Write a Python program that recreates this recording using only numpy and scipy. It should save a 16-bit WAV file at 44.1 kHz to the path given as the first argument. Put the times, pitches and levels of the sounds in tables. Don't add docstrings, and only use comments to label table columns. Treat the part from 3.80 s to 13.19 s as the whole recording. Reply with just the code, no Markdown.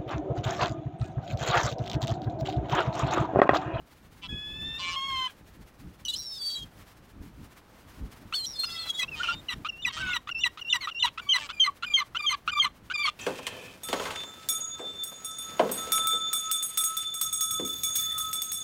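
import sys
import numpy as np
from scipy import signal
from scipy.fft import rfft, irfft, next_fast_len
from scipy.io import wavfile
from scipy.ndimage import map_coordinates

SR = 44100
rng = np.random.default_rng(int(sys.argv[2]) if len(sys.argv) > 2 else 0)


def to_wav(sig):
    pcm = np.clip(np.atleast_2d(sig), -1, 1) * 32767
    pcm = np.round(pcm).astype(np.int16)
    wavfile.write(sys.argv[1], SR, pcm.T)


N = 414099
TOP_HZ = 15830
MULTIPLES = np.arange(1, 15)


def amp(db):
    return 10 ** (np.asarray(db) / 20)


def unit(x):
    return x / np.sqrt(np.mean(x ** 2) + 1e-20)


def along(points, hz):
    f, v = np.transpose(points)
    return np.interp(np.log(hz + 1), np.log(f + 1), v)


def wobble(rate):
    knots = rng.standard_normal(int(N * rate / SR) + 2)
    fine = np.arange(len(knots) * 8) / 8
    curve = map_coordinates(knots, [fine])
    return np.interp(np.arange(N) * rate / SR, fine, curve)


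def beak(rate, count=len(MULTIPLES)):
    return np.array([wobble(rate) for _ in range(count)])


def filtered(x, response):
    size = next_fast_len(len(x) + 8192)
    spectrum = rfft(x, size) * response(np.fft.rfftfreq(size, 1 / SR))
    return irfft(spectrum, size)[:len(x)]


def noise(spectrum):
    return unit(filtered(rng.standard_normal(N), lambda hz: amp(along(spectrum, hz))))


def sing(notes, timbre, attack, release, waver):
    out, cycles, was = np.zeros(N), 0, 0
    tremor = waver * (wobble(40) + wobble(200))
    for start, end, hz0, hz1, db, *rest in sorted(notes):
        rise, fall = np.minimum([attack, release], (end - start) * 0.28)
        at = np.arange(round((start - rise) * SR), round((end + fall) * SR))
        t = at / SR
        hz = np.interp(t, [start, end], [hz0, hz1]) * (1 + tremor[at])
        phase = cycles + hz0 * (start - rise - was) + np.cumsum(hz) / SR
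        cycles, was = phase[-1], t[-1]
        swell = np.minimum((t - start + rise) / (2 * rise), (end + fall - t) / (2 * fall))
        envelope = np.sin(np.clip(swell, 0, 1) * np.pi / 2) ** 2
        out[at] += amp(db) * envelope * timbre(at, hz, 2 * np.pi * phase, *rest)
    return out


# (frequency [Hz], relative level [dB])
THROAT_COLOUR = [(600, -34), (1000, 5), (1200, 9.5), (1900, -3.5), (3100, 8.5), (4200, -5), (5000, -14.5),
                 (6400, -15), (9000, -26), (15000, -35)]


def stack(at, hz, phase, multiples, beak_db, throat=THROAT_COLOUR):
    partial_hz = np.minimum(multiples[:, None] * hz, SR / 2)
    gain = amp(along(throat, partial_hz)) * (partial_hz < TOP_HZ)
    waves = np.sin(multiples[:, None] * phase + multiples[:, None] ** 2)
    loudness = np.sqrt(np.mean(np.sum(gain ** 2, axis=0)) / 2)
    return np.sum(gain * amp(beak_db) * waves, axis=0) / loudness


def rasp():
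    return noise(THROAT_COLOUR)


# (time [s], breeze level [dB], hiss level before a shared 12 dB boost [dB])
AIR_LEVELS = [(.2, -51.5, -68.5), (.9, -46, -63.5), (1.8, -53.5, -67.5), (2.9, -53.5, -65.5),
              (3.401, -48, -67), (4.199, -50, -63.5), (4.999, -58, -62.5), (5.5, -46.5, -60.5),
              (6, -51, -66), (7.4, -59, -66), (8.8, -52, -66)]
# (frequency [Hz], relative level per Hz [dB])
BREEZE_COLOUR = [(20, -13), (52, 4.5), (300, -7), (700, -33.5), (16000, -78.5)]
# (frequency [Hz], relative level per Hz [dB])
SHORE_COLOUR = [(300, 25.5), (1300, 19.5), (3000, 10), (8000, -1.5), (16000, -3.5)]


def air():
    s, breeze_db, hiss_db = np.transpose(AIR_LEVELS)
    t = np.arange(N) / SR
    lumpy = unit(noise(BREEZE_COLOUR) * amp(5.4 * wobble(13)))
    breeze = amp(np.interp(t, s, breeze_db)) * lumpy
    flicker = amp(5 * wobble(40))
    bright = filtered(noise(SHORE_COLOUR), lambda hz: hz / (hz + 4000))
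    hiss = 0.53 * noise(SHORE_COLOUR) + 1.39 * flicker * bright
    return breeze + amp(np.interp(t, s, hiss_db) + 12.0) * hiss


# (frequency [Hz], relative level before the growl's sharpness scales it [dB])
GULLET_COLOUR = [(500, -22), (950, -3), (1700, -13), (2300, -3), (3000, 5), (3700, -5), (4700, -9),
                 (12000, -30)]
# (start [s], end [s], first pitch [Hz], last pitch [Hz], level [dB],
# level of odd partials [dB], sharpness of the gullet [factor])
GROWL_NOTES = [(.425, .472, 342.4, 329, -41, 0, 1.6), (.99, 1.16, 294.2, 287.6, -34, -11, 1.1),
               (5.36, 5.55, 313, 292.6, -40.5, -5.5, 0.94), (6.13, 6.225, 312.2, 324, -39, -5, 0.83),
               (7.58, 7.67, 310, 280, -42, -3, .7), (9.255, 9.3, 355, 340, -33, -7, 1.1)]


def growls():
    multiples = np.arange(1, 31)
    flare_db = 4.5 * beak(45, count=30)
    breath, jitter = noise(GULLET_COLOUR), .03 * wobble(400)
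    rattle_hz = 165 + 45 * wobble(40)
    rattle = 1 + .55 * np.cos(2 * np.pi * np.cumsum(rattle_hz) / SR)

    def timbre(at, hz, phase, odd_db, sharpness):
        beak_db = flare_db[:, at] + odd_db * (multiples[:, None] % 2)
        gullet = [(f, sharpness * db) for f, db in GULLET_COLOUR]
        comb = stack(at, hz, phase + jitter[at], multiples, beak_db, gullet)
        return (comb + amp(-20) * breath[at]) * rattle[at]
    return sing(GROWL_NOTES, timbre, attack=.016, release=.006, waver=.005)


def shore_echo(x):
    t = np.arange(SR // 2) / SR
    tail = rng.standard_normal(len(t)) * amp(-60 * t / 0.18)
    return amp(-22.5) * signal.fftconvolve(x, tail / np.linalg.norm(tail))[:N]


# (start [s], end [s], first pitch [Hz], last pitch [Hz], level [dB],
# half-pitch level [dB], rasp level [dB], lift of the second partial, if any [dB])
SQUAWK_NOTES = [(0.49, 0.8, 1673, 1746, -46, -14, -28, 8), (0.8, 0.99, 1745, 1819, -43, -16, -20, 8),
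                (1.16, 1.28, 1070, 1096, -32, -25, -48), (1.28, 1.475, 1078, 1015, -30, -21, -25),
                (4.875, 5.1, 1353, 1320, -46.5, 2, -10.5), (5.195, 5.237, 2050, 1943, -28, -33, -18),
                (6.2, 6.34, 1525, 1415, -41, 1.5, -3), (7.01, 7.06, 2205, 1900, -35.5, -10, -9.5),
                (5.692, 5.74, 2030, 1850, -30, -20, -9)]


def squawks(notes):
    breath = unit(rasp() * amp(3 * wobble(200)))
    whole_beak, halves_beak, ragged = beak(35), beak(45), beak(120)
    shake = .15 * wobble(500)

    def timbre(at, hz, phase, half_db, rasp_db, bright_db=0):
        loose = min(1, .09 * SR / len(at))
        tearing = amp(rasp_db) * np.linspace(.4, 1.6, len(at))
        from_edge = np.minimum(at - at[0], 2 * (at[-1] - at))
        settled = np.clip(from_edge / (0.028 * SR), 0, 1) ** 3
        phase = phase + (.25 * loose + tearing) * shake[at]
        break_depth_db = np.minimum(12 * tearing + loose * MULTIPLES[:, None], 6)
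        broken_db = -break_depth_db * ragged[:, at] ** 2 + bright_db * (MULTIPLES[:, None] == 2)
        whole = stack(at, hz, phase, MULTIPLES, 3 * loose * whole_beak[:, at] + broken_db)
        halves = stack(at, hz, phase, MULTIPLES - .5, 4.5 * halves_beak[:, at] + broken_db)
        return whole + settled * amp(half_db) * halves + tearing * breath[at]
    return sing(notes, timbre, attack=0.0062, release=0.0079, waver=0.0036)


# (start [s], end [s], first pitch [Hz], last pitch [Hz], level [dB])
WHISTLE_NOTES = [(0.995, 1.16, 1060, 1085, -41.5), (5.22, 5.245, 2493, 2610, -33.5),
                 (5.28, 5.296, 2640, 2800, -39.5), (5.316, 5.355, 2680, 2450, -39),
                 (5.4, 5.42, 1350, 1510, -30), (5.487, 5.523, 1380, 1412, -27),
                 (5.52, 5.605, 3630, 3680, -47.5), (5.686, 5.696, 3000, 2700, -29),
                 (6.2, 6.36, 1544, 1416, -33.5), (7.491, 7.522, 3100, 3234, -20.5)]


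def whistles(notes):
    shake, flutter, overtone_db = wobble(1000), wobble(45), 4 * wobble(30)

    def timbre(at, hz, phase, fade_db=0):
        strain = np.clip((hz - 2800) / 1200, .08, 1)
        phase = phase + .28 * strain * shake[at]
        tone = np.sin(phase) + amp(-20.0 + overtone_db[at]) * np.sin(2 * phase)
        level_db = 2.2 * flutter[at] - np.linspace(0, fade_db, len(at))
        return np.sqrt(2) * tone * amp(level_db)
    return sing(notes, timbre, attack=.0045, release=0.0061, waver=0.00299)


# (start [s], end [s], first pitch [Hz], last pitch [Hz], level [dB])
CROAK_NOTES = [(1.475, 1.505, 1737, 1554, -45), (4.525, 4.55, 1243, 1560, -36),
               (4.835, 4.855, 1352.0, 1458, -36.5), (5.23, 5.25, 1082, 1102, -34.5),
               (5.432, 5.462, 3000, 2680, -30.5), (5.472, 5.525, 2900, 2800, -35.5)]


def croaks(notes):
    breath = rasp()
    beak_db = 5 * beak(60) - 6 * (MULTIPLES[:, None] % 2) - .6 * MULTIPLES[:, None]
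    jitter = .1 * wobble(500)
    closures = amp(2.5 * wobble(400) + 2 * wobble(40))

    def timbre(at, hz, phase):
        voice = stack(at, hz / 2, phase / 2 + jitter[at], MULTIPLES, beak_db[:, at])
        return (voice + amp(-10) * breath[at]) * closures[at]
    return sing(notes, timbre, attack=0.0009, release=0.0091, waver=0.011)


# (time [s], lowest line [Hz], step between lines [Hz],
# loudest line [0-3, may lie between], level [dB])
SQUEAL_PATHS = [
    [(2.25, 3060, 2960, 0.91, -31.5), (2.281, 2870, 2950, 0.6, -33)],
    [(2.281, 2950, 479, 2.1, -21.5), (2.305, 2890, 476, 1.97, -30), (2.318, 2940, 643, 1.13, -37.5),
     (2.345, 2980, 507, 2.2, -35), (2.365, 3230, 670, 2.9, -30), (2.39, 4060, 800, 2, -40),
     (2.582, 3630, 750, 1.76, -37.5), (2.592, 3500, 573, 1.85, -42), (2.65, 3346, 620, 2.1, -33),
     (2.748, 3280, 630, 1.76, -29), (2.762, 3290, 644, 1, -34.5), (2.828, 3240, 480, 0.052, -37.5),
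     (2.85, 3170, 477, 0.42, -44)],
    [(4.535, 3560, 698, 1.14, -36.5), (4.56, 3560, 940, 0.74, -21.5), (4.6, 3076, 1160, 1.17, -38.5),
     (4.655, 3190, 874, 0.94, -35.5), (4.666, 3870, 900, 2, -39.5), (4.732, 3950, 795, 2, -43.5),
     (4.738, 3580, 758, 2, -36.5), (4.795, 3557, 667, 1, -33.5), (4.845, 3540, 724, 1, -28),
     (4.856, 3580, 752, 2.2, -34), (4.89, 3530, 724, 1.8, -41.5), (4.93, 3670, 740, 1.6, -27),
     (4.97, 3740, 686, 1.74, -40.5), (5, 3600, 686, 0.94, -34.5), (5.06, 3500, 604, 0.74, -39.5),
     (5.105, 3310, 616, 0.2, -22.5), (5.125, 3260, 621, 0.18, -49), (5.15, 3375, 329, 1, -37.5),
     (5.198, 3330, 636, 0.091, -24.5), (5.225, 3300, 710, 0.18, -41)],
]
ABOVE_DB, BELOW_DB = 30, 13
STRAIN_HZ, LEAP_HZ_PER_S = 5280, 40000


def squeals():
    out, overtones, lines = np.zeros(N), np.zeros(N), np.arange(4)[:, None]
    low_waver, step_waver = .004 * wobble(110), .015 * wobble(130)
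    flutter, shake = beak(55, count=4), beak(600, count=4)
    haze = noise([(2000, -20), (4300, 0), (15000, -13)]) * amp(3 * wobble(60))
    beads = np.cos(2 * np.pi * np.cumsum(135 + 20 * wobble(30)) / SR)
    for rows in SQUEAL_PATHS:
        s, *cols = np.transpose(rows)
        at = np.arange(round(s[0] * SR), round(s[-1] * SR))
        low_hz, step_hz, loudest, db = [np.interp(at / SR, s, c) for c in cols]
        wavering_hz = [low_hz * (1 + low_waver[at]), step_hz * (1 + step_waver[at])]
        low, step = np.cumsum(wavering_hz, axis=1) * 2 * np.pi / SR
        above_db = ABOVE_DB * (lines - loudest)
        below_db = BELOW_DB * (1 + lines / 2) * np.minimum(loudest - lines, 1)
        loss_db = np.where(lines > loudest, above_db, below_db)
        strain = np.clip((low_hz + loudest * step_hz - STRAIN_HZ) / 200, 0, 1)
        glide_hz_per_s = np.abs(np.gradient(low_hz + step_hz)) * SR
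        leap = np.clip(glide_hz_per_s / LEAP_HZ_PER_S, 0, 1) ** 2
        rough = shake[:, at] * (.08 + .01 * loss_db + .5 * leap)
        line_db = (2.3 + .25 * np.minimum(loss_db, 16)) * flutter[:, at] - loss_db
        comb = np.sum(amp(line_db) * np.exp(1j * (low + lines * step + rough)), axis=0)
        comb = comb * (1 + .7 * strain * beads[at])
        edges = np.clip(np.minimum(at - at[0], at[-1] - at) / (0.0026 * SR), 0, 1)
        gain = np.sqrt(2) * edges * amp(db)
        triple_sums = amp(-30) * comb * comb ** 2
        out[at] += gain * (np.imag(comb + triple_sums) + amp(-21) * haze[at])
        overtones[at] += gain * np.imag(amp(-15.5) * comb ** 2)
    return out + filtered(overtones, lambda hz: 1 / (1 + (hz / 9500) ** 8))


# (start [s], drop [s], whistle [Hz], snap [Hz], opening level [dB],
# pip level [dB], climb level [dB], snap level [dB], drop level [dB], half-pitch level in the drop [dB],
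# clear tail level [dB], hoarse tail level [dB])
CLIMBING_YELPS = [(5.848, 6.058, 2724, 2655, -34.5, -29.5, -48.5, -23, -28, -4.5, -43, -38),
                  (6.168, 6.34, 2600, 2818, -35, -36, -43.5, -22.5, -24.5, -13, -53, -59),
                  (6.473, 6.644, 2680, 2950, -37, -31.5, -34, -20.5, -24, -8, -48, -59),
                  (6.774, 6.935, 2750, 3020, -35.5, -33.5, -37, -15.5, -23.5, 1, -41, -55.5),
                  (7.073, 7.233, 2752, 3053, -33, -39, -36, -17, -23.5, -2, -43, -30.5)]
# (start [s], crest [s], drop [s], held pitch [Hz], crest pitch [Hz],
# drop pitch [Hz], opening level [dB], held level [dB], half-pitch level while held [dB], crest level [dB],
# drop level [dB], half-pitch level in the drop [dB], clear tail level [dB], hoarse tail level [dB],
# lift of the second partial [dB])
HELD_YELPS = [(7.376, 7.521, 7.536, 2273, 3075, 2078, -34.5, -49, 0, -18.5, -23, -1.5, -53, -31, 0),
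              (7.69, 7.8, 7.842, 2386, 3210, 2127, -32.5, -42.5, -32, -20, -25.5, -9, -22.5, -49, 0),
              (8.025, 8.139, 8.172, 2375, 3270, 2176, -31, -36, -13, -18, -25.5, -2.5, -39, -32, 2.5),
              (8.348, 8.464, 8.495, 2370, 3266, 2176, -29.5, -35, 1.5, -22, -24, -13, -23, -31.5, 2.5),
              (8.677, 8.797, 8.822, 2357, 3308, 2176, -31, -32.5, 5, -20.5, -23.5, -5, -25, -32, 2.5),
              (9.1, 9.232, 9.235, 2365, 3284, 2300, -35, -31, -1, -33, -28, -4, -44, -27, 9)]
OPENING_S, OPENING_PITCH, OPENING_RISE = 0.028, .59, 1.21
PIP_AFTER_S, SECOND_AFTER_S = .04, .075
PIP_S, PIP_SAG, FLAT_SHARE, CLIMB = .015, 0.93, 0.45, 1.13
LEAP_S, LEAP_HZ, LEAP_DB, SNAP_S, SNAP_SAG = 0.027, 3676, -13.5, 0.008, .9
HELD_GAP_S, HELD_SAG, HELD_RASP_DB, CREST_SAG = 0.00824, 0.96, -22.5, 0.95
DROP_S, DROP_SAG, DROP_RASP_DB, CLIMBING_DROP_HZ = 0.035, .93, -13, 2021
TAIL_AFTER_S, TAIL_S, TAIL_PITCH, TAIL_SAG = .034, .022, .56, .92
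TAIL_FADE_DB = 6


def yelps():
    thin, full, hoarse = [], [], []

    def frame(start, drop, hz, opening_db, drop_db, half_db, clear_db, hoarse_db, bright_db=0):
        opening_hz, tail_hz, tail_start = OPENING_PITCH * hz, TAIL_PITCH * hz, drop + TAIL_AFTER_S
        tail = (tail_start, tail_start + TAIL_S, tail_hz, TAIL_SAG * tail_hz)
        hoarse.append((start, start + OPENING_S, opening_hz, OPENING_RISE * opening_hz, opening_db))
        hoarse.append((*tail, hoarse_db))
        full.append((drop, drop + DROP_S, hz, DROP_SAG * hz, drop_db, half_db, DROP_RASP_DB, bright_db))
        thin.append((*tail, clear_db, TAIL_FADE_DB))

    for start, drop, hz, snap_hz, opening_db, pip_db, climb_db, snap_db, *ending in CLIMBING_YELPS:
        frame(start, drop, CLIMBING_DROP_HZ, opening_db, *ending)
        pip, flat, snap = start + PIP_AFTER_S, start + SECOND_AFTER_S, drop - SNAP_S
        bend = flat + FLAT_SHARE * (snap - SNAP_S - flat)
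        thin += [(pip, pip + PIP_S, hz / PIP_SAG, hz, pip_db),
                 (flat, bend, hz, hz, climb_db),
                 (bend, snap - SNAP_S, hz, CLIMB * hz, climb_db),
                 (snap - LEAP_S, snap, LEAP_HZ, CREST_SAG * LEAP_HZ, snap_db + LEAP_DB),
                 (snap, drop, snap_hz, SNAP_SAG * snap_hz, snap_db)]
    for row in HELD_YELPS:
        start, crest, drop, hz, crest_hz, drop_hz, opening_db, held_db, half_db, crest_db, *ending = row
        frame(start, drop, drop_hz, opening_db, *ending)
        second = start + SECOND_AFTER_S
        held_voice = (held_db, half_db, HELD_RASP_DB, ending[-1])
        full += [(start + PIP_AFTER_S, second - HELD_GAP_S, hz / HELD_SAG, hz, *held_voice),
                 (second, crest, hz, hz, *held_voice)]
        thin.append((crest, drop, crest_hz, CREST_SAG * crest_hz, crest_db))
    return thin, full, hoarse


def scene():
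    thin, full, hoarse = yelps()
    gulls = squeals() + whistles(WHISTLE_NOTES + thin) + squawks(SQUAWK_NOTES + full)
    gulls = gulls + croaks(CROAK_NOTES + hoarse) + growls()
    return (gulls + shore_echo(gulls) + air())[None]


def record(dry):
    return filtered(dry[0], lambda hz: hz < TOP_HZ)[None]


dry = scene()
out = record(dry)
to_wav(out)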